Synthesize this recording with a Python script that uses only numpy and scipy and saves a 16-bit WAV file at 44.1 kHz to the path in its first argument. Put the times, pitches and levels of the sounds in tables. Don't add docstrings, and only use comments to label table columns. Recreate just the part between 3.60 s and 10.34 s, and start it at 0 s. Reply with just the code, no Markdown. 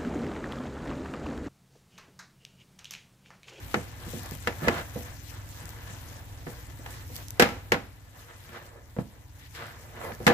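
import sys
import numpy as np
from scipy import signal
from scipy.io import wavfile

SR = 44100
rng = np.random.default_rng(int(sys.argv[2]) if len(sys.argv) > 2 else 0)


def invert_db(x):
    u = np.asarray(x, float) / 20
    return 10 ** u


def digitize_waveform(pressure):
    field = np.atleast_2d(pressure).T
    bounded = np.clip(field, -1, 1)
    quanta = np.round(bounded * 32767).astype(np.int16)
    wavfile.write(sys.argv[1], SR, quanta)


N = 297127

EDGES = 28 * 2 ** np.arange(0, 9.4, .4)
CENTRES = np.sqrt(EDGES[1:] * EDGES[:-1])
PAN_LAG_S = .00011


def rms_one(x):
    return x / np.sqrt(np.mean(x ** 2) + 1e-20)


def in_time(rows):
    s, *columns = np.transpose(rows)
    return [np.interp(np.arange(N) / SR, s, column) for column in columns]


def at_hz(points, hz):
    table_hz, values = np.transpose(points)
    return np.interp(np.log(hz), np.log(table_hz), values)


def every_sample(slow):
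    return np.interp(np.arange(N) / 40, np.arange(len(slow)), slow)


def drift(rate_hz):
    r = np.exp(-80 * np.pi * rate_hz / SR)
    white = rng.standard_normal(N // 40 + 2002)
    slow = signal.lfilter([1], [1, -2 * r, r * r], white)[2000:]
    return every_sample(rms_one(slow))


def grains(per_s, spread_db):
    uneven_db = spread_db * np.minimum(rng.exponential(1, (2, 2, N)), 5)
    sizes = invert_db(uneven_db) * rng.standard_normal((2, 2, N))
    return rms_one(sizes * (rng.random((2, 2, N)) < per_s / SR))


def later(x, s):
    return np.interp(np.arange(N) - s * SR, np.arange(N), x)


def bands(white, likeness, lag_s):
    for k, edges in enumerate(zip(EDGES, EDGES[1:])):
        sos = signal.butter(2, edges, "band", fs=SR, output="sos")
        left, other = signal.sosfilt(sos, white[k % 2])
        alike = np.clip(at_hz(likeness, CENTRES[k]), 0, 1)
        right = alike * later(left, lag_s) + np.sqrt(1 - alike ** 2) * other
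        yield CENTRES[k], np.array([left, right])


def ring(drive, hz, t60):
    r, w = invert_db(-60 / (t60 * SR)), 2 * np.pi * hz / SR
    return signal.lfilter([0, np.sin(w)], [1, -2 * r * np.cos(w), r * r], drive + 1e-18)


def panned(pan_db):
    return invert_db(np.array([[.5], [-.5]]) * pan_db)


def swells(rows, rise_db_per_s):
    s, db, hold, release = np.transpose(rows)[:4, :, None]
    t = np.arange(N // 40 + 2) * 40 / SR - s
    return invert_db(db + rise_db_per_s * np.minimum(t, 0) - release * np.maximum(t - hold, 0)) ** 2


# start in seconds (before the short delay ONSET_DELAY_S), level in dB,
# thud in dB against the level, hardness in dB against the level, length factor of the ringing.
KNOCKS = [(0.141, -18, -11, -2, 0.15), (0.157, -27.5, -8, -11, 0.51), (0.465, -42.5, -0.5, -26, 0.57),
          (0.532, -37, -2, -33, 0.99), (0.717, -46, 11, -20, 0.3), (0.871, -21.5, -15, -2.5, 0.4),
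          (0.923, -47.5, -1, 1, 0.51), (1.019, -34, 0.5, -12, 0.62), (1.032, -38.5, 2.5, -3.5, 0.88),
          (1.073, -19, -11, -14, 0.69), (1.081, -18.5, -5.5, 1, 0.2), (1.357, -27.5, -9.5, -28, 0.65),
          (2.03, -63.5, 14.5, -11, 0.67), (2.296, -51.5, 2, 3, 0.6), (2.866, -33, -9.5, -9.5, 0.63),
          (3.191, -52, 6, -26, 0.29), (3.26, -33.5, -31, -5, 0.14), (3.497, -47, -8, -21, 0.93),
          (3.795, -12, -12.5, -1, 0.69), (3.821, -13.5, -10.5, 1, 0.31), (3.887, -38.5, -6, -1, 0.96),
          (4.118, -17.5, -8.5, 0, 0.47), (4.14, -22.5, -13, -5.5, 0.25), (4.89, -49.5, -4, 1, 0.26),
          (5.364, -34.5, -12, -16, 0.55), (5.384, -30, 3.5, -12.5, 0.43), (5.948, -55, -16.5, 6.5, 0.37),
          (6.518, -40.5, -5, -0.5, 0.21), (6.601, -33, -7.5, -20, 0.86), (6.665, -13, -8, -2, 0.69),
          (6.6747, -19, -11, -0.5, 0.57), (6.699, -16, -23, -12, 0.69)]
CRACK_DB, CRACK_PER_HARDNESS, CRACK_PER_LENGTH_DB, CRACK_PER_THUD = -13.5, 2.36, 15, 0.53


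def blow_db(hz):
    strength_db = []
    for s, db, thud, hard, length in KNOCKS:
        crack_db = CRACK_DB + CRACK_PER_HARDNESS * hard + CRACK_PER_LENGTH_DB * length - CRACK_PER_THUD * thud
        spectrum = [(170, thud + 8), (550, 0), (1800, hard + 2), (7000, crack_db)]
        strength_db.append(db + at_hz(spectrum, hz))
    return np.array(strength_db)


# pitch in Hz, level in dB, T60 in seconds.
PAN_MODES = [(152.4, 18.5, 0.099), (231, 12, 0.27), (303, -3, 0.54), (355.7, 13, 0.24), (398, -16, .2),
             (474.7, 12, 0.35), (491.3, 14, 0.3), (584, 3.5, 0.25), (680, 5.5, 0.5), (805, 3.5, 0.55),
             (875, -6, 0.35), (980, -21, .1), (1093, -6.5, 0.11), (1355, -1, 0.63), (1580, -4, 0.11),
             (1811, 11.5, 0.067), (1741, 15.5, 0.19), (1970, 9, 0.15), (2008, 16.5, 0.089),
             (2380, -2, 0.092), (2490, 3.5, 0.23), (2800, -1, 0.25)]
# pitch in Hz, level in dB.
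KNOCK_COLOUR = [(47, -38.5), (80, -8.5), (227, -0.5), (303, -6), (482, -8.5), (538, -7), (702, -9.5),
                (1000, -12.5), (1990, -12), (3100, -18.5), (13100, -29), (15000, -33.5), (16000, -54)]
# pitch in Hz, T60 in seconds before the length factor.
KNOCK_DECAY = [(100, 0.36), (300, 0.29), (1000, 0.35), (3000, 0.28), (8000, 0.18), (15000, 0.17)]
# pitch in Hz, left-right likeness from 0 to 1.
NEAR_LIKENESS = [(100, 1), (500, 0.64), (1500, 0.067), (8000, 0.14)]
# pitch in Hz, left over right in dB.
PAN_BALANCE = [(60, 4), (110, -3), (200, -6.5), (380, 1), (700, -4), (1290, -3), (2380, 4), (4400, 0.5),
               (8120, 6.5), (15000, 1)]
ONSET_DELAY_S = .0015
ROOM_DB, ROOM_T60_S = -16, 0.52
MODE_CHANCE_DB = 2.0


def knocks():
    t = np.arange(SR // 2) / SR
    out, rung = np.zeros((2, N)), np.zeros((2, N + len(t)))
    at = [round((row[0] + ONSET_DELAY_S) * SR) for row in KNOCKS]
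    length = np.array(KNOCKS)[:, 4]
    room = invert_db(ROOM_DB - 60 * t / ROOM_T60_S)
    for k, (hz, noise) in enumerate(bands(rng.standard_normal((2, 2, N)), NEAR_LIKENESS, PAN_LAG_S)):
        power, clicks = np.zeros(N + len(t)), np.zeros((2, N))
        rise = 1 - np.exp(-t * hz / 0.74)
        crack = 1.93 * np.exp(-t / 0.0039) * np.clip(hz / 1200, 0, 1)
        strength_db = blow_db(hz)
        for i, db, factor in zip(at, strength_db, length):
            wash = invert_db(-60 * t / (factor * at_hz(KNOCK_DECAY, hz)))
            power[i:i + len(t)] += (invert_db(db) * rise * (wash + room + crack)) ** 2
        clicks[:, at] = invert_db(strength_db + 19.5) * (-1) ** k
        pulse = ring(clicks, hz, 13.8 / hz) * hz / SR
        pulse[1] = later(pulse[1], PAN_LAG_S)
        side = panned(at_hz(PAN_BALANCE, hz))
        out += invert_db(at_hz(KNOCK_COLOUR, hz) + 17.5) * side * (np.sqrt(power[:N]) * noise + pulse)

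    hz, level_db, t60 = np.transpose(PAN_MODES)[:, :, None]
    luck = rng.standard_normal((len(at), 4, len(PAN_MODES), 1))
    strength_db = np.transpose([blow_db(mode[0]) for mode in PAN_MODES])[:, :, None]
    for i, db, factor, (loud, sign, pitch, apart) in zip(at, strength_db, length, luck):
        start_db = db + level_db - 18.5 + MODE_CHANCE_DB * loud
        fading = invert_db(start_db - 60 * t / (factor * t60))
        phase = 2 * np.pi * hz * (1 + .006 * pitch) * t
        lag = 2 * np.pi * hz * PAN_LAG_S + apart * hz / 900
        rung[:, i:i + len(t)] += np.sum(np.sign(sign) * fading * np.sin([phase, phase - lag]), axis=1)
    return out + rung[:, :N]


# full pressure at seconds, level in dB, hold in seconds,
# release in dB per second, brightness in dB per octave.
STROKES = [(0.0, -54, 0.0042, 210.5, 7), (0.129, -49, 0.0071, 39.5, 2.5), (0.331, -54, 0.0044, 153, 3),
           (0.424, -47, 0.0075, 35, 1.5), (0.658, -41.5, 0.0026, 403, -1.2), (0.721, -46, 0.0018, 135, 0.5),
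           (0.846, -49, 0.019, 61.5, 4.5), (1.052, -32.5, .15, 331.5, 1), (1.281, -52.5, 0.039, 83, 3.5),
           (1.463, -44.5, 0.0045, 162, 2.5), (1.732, -48.5, 0.0086, 70.5, 1), (1.979, -51, .24, 57, 4),
           (2.276, -49, .005, 99.5, 2.5), (2.429, -52.5, 0.076, 74.5, -1.5),
           (2.924, -55.5, 0.048, 40.5, 6.5), (3.274, -53, 0.14, 217, 6.3), (3.584, -52, 0.0022, 281.5, 4),
           (3.755, -56, 0.012, 65, -6), (4.564, -54, .05, 50.5, 0.5), (4.705, -48, 0.0065, 159, 2),
           (4.845, -55.5, 0.036, 54, 2.5), (4.937, -42, 0.035, 251.5, 1.5), (5.033, -52, .05, 101.5, -1),
           (5.145, -55.5, .045, 200, -8), (5.794, -59, 0.07, 406, 12.5), (5.955, -46.5, 0.034, 300, 9),
           (6.007, -40, .04, 108.5, 2.5), (6.15, -54.5, 0.091, 87, -2.5), (6.367, -44, 0.017, 301.5, 0.2),
           (6.424, -38.5, .04, 149, -1.9), (6.463, -42, 0.027, 259, -11.5)]
# time in seconds, level in dB.
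HEARD = [(0.0, 2.5), (0.25, -0.5), (0.4, 0.5), (1.5, 0), (2.0, -1), (2.4, -0.1), (3.77, 0.1), (3.9, -0.5),
         (4.7, -8.5), (6.2, -5), (6.58, -0.5)]
STROKE_RISE_DB_PER_S, BRIGHT_RISE_DB_PER_S = 232.5, 26
DRAG_DB, DRAG_BRIGHTNESS_DB, DRAG_WANDER_DB = -56.5, -2, 3.5
RUB_HZ, RUB_SINKS_HZ_PER_DB, RUB_WANDER_HZ = 1778, 20.5, 69.77


def pressure():
    brightness = np.array(STROKES)[:, 4]
    rise = STROKE_RISE_DB_PER_S + BRIGHT_RISE_DB_PER_S * np.maximum(brightness[:, None], 0) ** 1.4
    power = swells(STROKES, rise)
    drag = invert_db(DRAG_DB + in_time(HEARD)[0] + DRAG_WANDER_DB * drift(5.84)) ** 2
    total = every_sample(power.sum(axis=0)) + drag
    tilt_db = (every_sample(brightness @ power) + DRAG_BRIGHTNESS_DB * drag) / total
    level_db = 10 * np.log10(total)
    rub_hz = RUB_HZ - RUB_SINKS_HZ_PER_DB * (level_db - DRAG_DB) + RUB_WANDER_HZ * drift(5.0)
    return level_db, tilt_db, rub_hz


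# pitch in Hz, level in dB.
SCRAPE_COLOUR = [(88, -48), (150, -17), (307, -23), (362, -8), (414, -8.5), (473, 7), (638, -16.5),
                 (682, -2), (1300, -3), (4250, -18.5), (8000, -52), (10400, -45), (17600, -120)]
JUDDER_DB, JUDDER_PER_S = 1.14, 77
RUB_WIDTH_HZ, RUB_DB, RUB_PER_BRIGHTNESS = 250, -10, 1


def scrape():
    level_db, tilt_db, rub_hz = pressure()
    slips, rasp, together = grains(4000, spread_db=0.5), 0, drift(18.0)
    for hz, rub in bands(slips, NEAR_LIKENESS, PAN_LAG_S):
        shape_db = at_hz(SCRAPE_COLOUR, hz) + tilt_db * np.clip(np.log2(hz / 1200), -2.2, 2.2)
        flicker_db = 0.54 * together + 0.75 * drift(4.7)
        rasp = rasp + rub * panned(at_hz(PAN_BALANCE, hz)) * invert_db(shape_db + flicker_db)

    rung = rms_one(sum(invert_db(db) * ring(slips[0, 0], hz, t60) for hz, db, t60 in PAN_MODES))
    rung = np.array([rung, later(rung, PAN_LAG_S)])

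    wobble = signal.sosfilt(signal.butter(2, RUB_WIDTH_HZ / 2, fs=SR, output="sos"), slips)
    phase = 2 * np.pi * np.cumsum(rub_hz) / SR
    focus = rms_one(wobble[0] * np.cos(phase) + wobble[1] * np.sin(phase))
    focus_gain = invert_db(RUB_DB + RUB_PER_BRIGHTNESS * tilt_db)

    gain = invert_db(level_db + JUDDER_DB * drift(JUDDER_PER_S))
    return gain * (rms_one(rasp) + focus_gain * focus + invert_db(-4.5) * rung)


# full at seconds, level in dB, hold in seconds,
# release in dB per second.
FLARES = [(0.0, -52.5, 0.023, 40), (0.108, -46.5, 0.043, 52), (0.512, -43.5, 0.017, 43),
          (0.71, -47.5, 0.016, 123), (0.828, -52, .005, 104), (0.944, -52, .02, 60), (1.04, -45, 0.03, 100),
          (1.144, -43.5, 0.022, 116), (1.27, -51.5, 0.096, 49), (1.384, -46.5, 0.0058, 53.5),
          (1.694, -47.5, 0.0048, 113), (1.9, -49.5, 0.12, 142), (2.132, -54, 0.0041, 197),
          (2.266, -51, 0.28, 54.5), (2.904, -48, 0.006, 170), (3.004, -52, 0.0039, 152),
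          (3.316, -44.5, .01, 74), (3.51, -70, 0.027, 60), (3.564, -42, 0.006, 126.5),
          (3.704, -55, .02, 120), (4.602, -51.5, 0.0043, 89.5), (4.78, -54, 0.032, 53),
          (4.848, -56.5, 0.0046, 67), (4.944, -54.5, 0.0031, 130), (5.058, -54.5, 0.0082, 174),
          (5.402, -56, 0.0044, 122), (5.794, -58, 0.062, 110), (5.965, -49, .005, 50),
          (6.061, -68, 0.0049, 94), (6.215, -51.5, 0.0044, 75), (6.446, -46, 0.0043, 71),
          (6.655, -49, 0.031, 51)]
# pitch in Hz, level in dB.
SIZZLE_COLOUR = [(1180, -25), (2000, -7.5), (2300, -6), (2510, -7), (2860, -7.5), (3710, -8), (4380, -14.5),
                 (5030, -3.5), (7190, -8), (9010, -2), (12200, -10), (14900, -8), (16000, -17)]
# time in seconds, left over right in dB.
SIZZLE_SIDE = [(0.0, 4.5), (0.45, 9), (1.05, 9.5), (1.35, 4.5), (1.65, 11.5), (1.92, -1), (2.1, 9.5),
               (2.8, 3), (3.15, 10), (3.35, -0.5), (3.7, 2), (4.5, 6), (4.9, 4), (5.75, 6.5), (5.95, 7),
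               (6.02, 3.5), (6.7, 1)]
# start in seconds, level in dB, left over right in dB.
SPITS = [(0.633, -31, 19), (0.6603, -31, 17), (0.693, -39, 11), (0.7107, -33.5, 27), (0.7517, -26.5, 7),
         (0.824, -37, -14), (1.433, -30, 7), (1.89, -34, 6), (2.0557, -34, 21), (2.0782, -38, 4),
         (2.092, -26.5, 7), (2.1046, -34, 10), (3.5006, -45, 12), (3.557, -25, 9), (3.5648, -21, -6.5),
         (3.684, -27, -10), (3.706, -20, 6.5), (5.026, -41, 4), (5.0643, -37, 3), (6.0673, -37.5, 16),
         (6.55, -33, -3)]
FLARE_RISE_DB_PER_S, SIMMER_DB = 153, -54


def sizzle():
    (side_db,), (heard_db,) = in_time(SIZZLE_SIDE), in_time(HEARD)
    flare_power = every_sample(swells(FLARES, FLARE_RISE_DB_PER_S).sum(axis=0))
    level = np.sqrt(flare_power + invert_db(SIMMER_DB + heard_db) ** 2)
    bursts, together, fizz = grains(12000, spread_db=3.5), drift(43), 0
    for hz, band in bands(bursts, NEAR_LIKENESS, PAN_LAG_S):
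        if hz > 1500:
            fizz = fizz + invert_db(at_hz(SIZZLE_COLOUR, hz) + 0.24 * together + 2.1 * drift(19.0)) * band

    spits = np.zeros((2, N))
    for s, db, pan_db in SPITS:
        spits[:, round(s * SR)] = invert_db(db + 3) * panned(pan_db)[:, 0]
    fade = signal.lfilter([1], [1, -np.exp(-1 / (0.00053 * SR))], spits)
    spit_noise = fade * rng.standard_normal((2, N))
    spit_noise = signal.sosfilt(signal.butter(2, 4500, "high", fs=SR, output="sos"), spit_noise)
    return invert_db(1.5) * level * panned(side_db) * rms_one(fizz) + spit_noise


# multiple of the rotor's turning rate, level in dB.
ROTOR_ORDERS = [(1, -18), (2, -9), (3, 2), (4, 0.5), (5, 4), (6, -1.5), (7, -12), (8, -10.5), (9, -42.5),
                (10, -40), (11, -15.5), (12, -37), (13, -11.5), (14, -17), (15, -14), (16, -19)]
# pitch in Hz, level in dB.
AIR = [(15, -48), (25, 1.5), (106, 7), (184, -15.5), (281, -9.5), (387, -15), (631, -24), (780, -1.5),
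       (1120, -27), (1640, -13), (1820, -5), (2160, -26), (4000, -24), (5200, -75), (8800, -120)]
# pitch in Hz, left-right likeness from 0 to 1.
FAR_LIKENESS = [(40, 1), (150, 1), (500, 0.34), (1500, 0.088), (8000, 0.11)]
ROTOR_HZ, FAN_DB = 20.0, -44.5


def fan():
    level_db = FAN_DB + in_time(HEARD)[0]
    turn = 2 * np.pi * np.cumsum(ROTOR_HZ * (1 + 0.0023 * drift(1.78))) / SR
    sides = np.array([[0], [.6]])
    hum, air = 0, 0
    for k, db in ROTOR_ORDERS:
        gain = invert_db(db + 1.35 * drift(8.3))
        hum = hum + gain * np.sin(k * turn + 0.15 * k * k + 1.2 * drift(1.87) + sides)
    for hz, rush in bands(rng.standard_normal((2, 2, N)), FAR_LIKENESS, 0):
        if hz < 5000:
            air = air + invert_db(at_hz(AIR, hz) + 2.3 * drift(15)) * rush
    return invert_db(level_db) * (invert_db(2.0) * rms_one(hum) + invert_db(-2.5) * rms_one(air))


def scene():
    return knocks() + scrape() + sizzle() + fan()


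MIC_DIP_HZ, MIC_DIP_WIDTH_HZ, MIC_DIP_SHARE = 9170, 4300, 0.61
TOP_HZ, TOP_DEPTH_DB = 15750, 50


def low_pass(x):
    return signal.sosfilt(signal.butter(12, 16600, fs=SR, output="sos"), x)


def record(dry):
    thin = signal.sosfilt(signal.butter(2, 30, "high", fs=SR, output="sos"), dry)
    dip = signal.lfilter(*signal.iirpeak(MIC_DIP_HZ, MIC_DIP_HZ / MIC_DIP_WIDTH_HZ, SR), thin)
    rounded = 0.98 * np.tanh((thin - MIC_DIP_SHARE * dip) / 1.227)
    mix = signal.sosfilt(signal.cheby2(14, TOP_DEPTH_DB, TOP_HZ, fs=SR, output="sos"), rounded)
    return low_pass(mix)


dry = scene()
out = record(dry)
digitize_waveform(out)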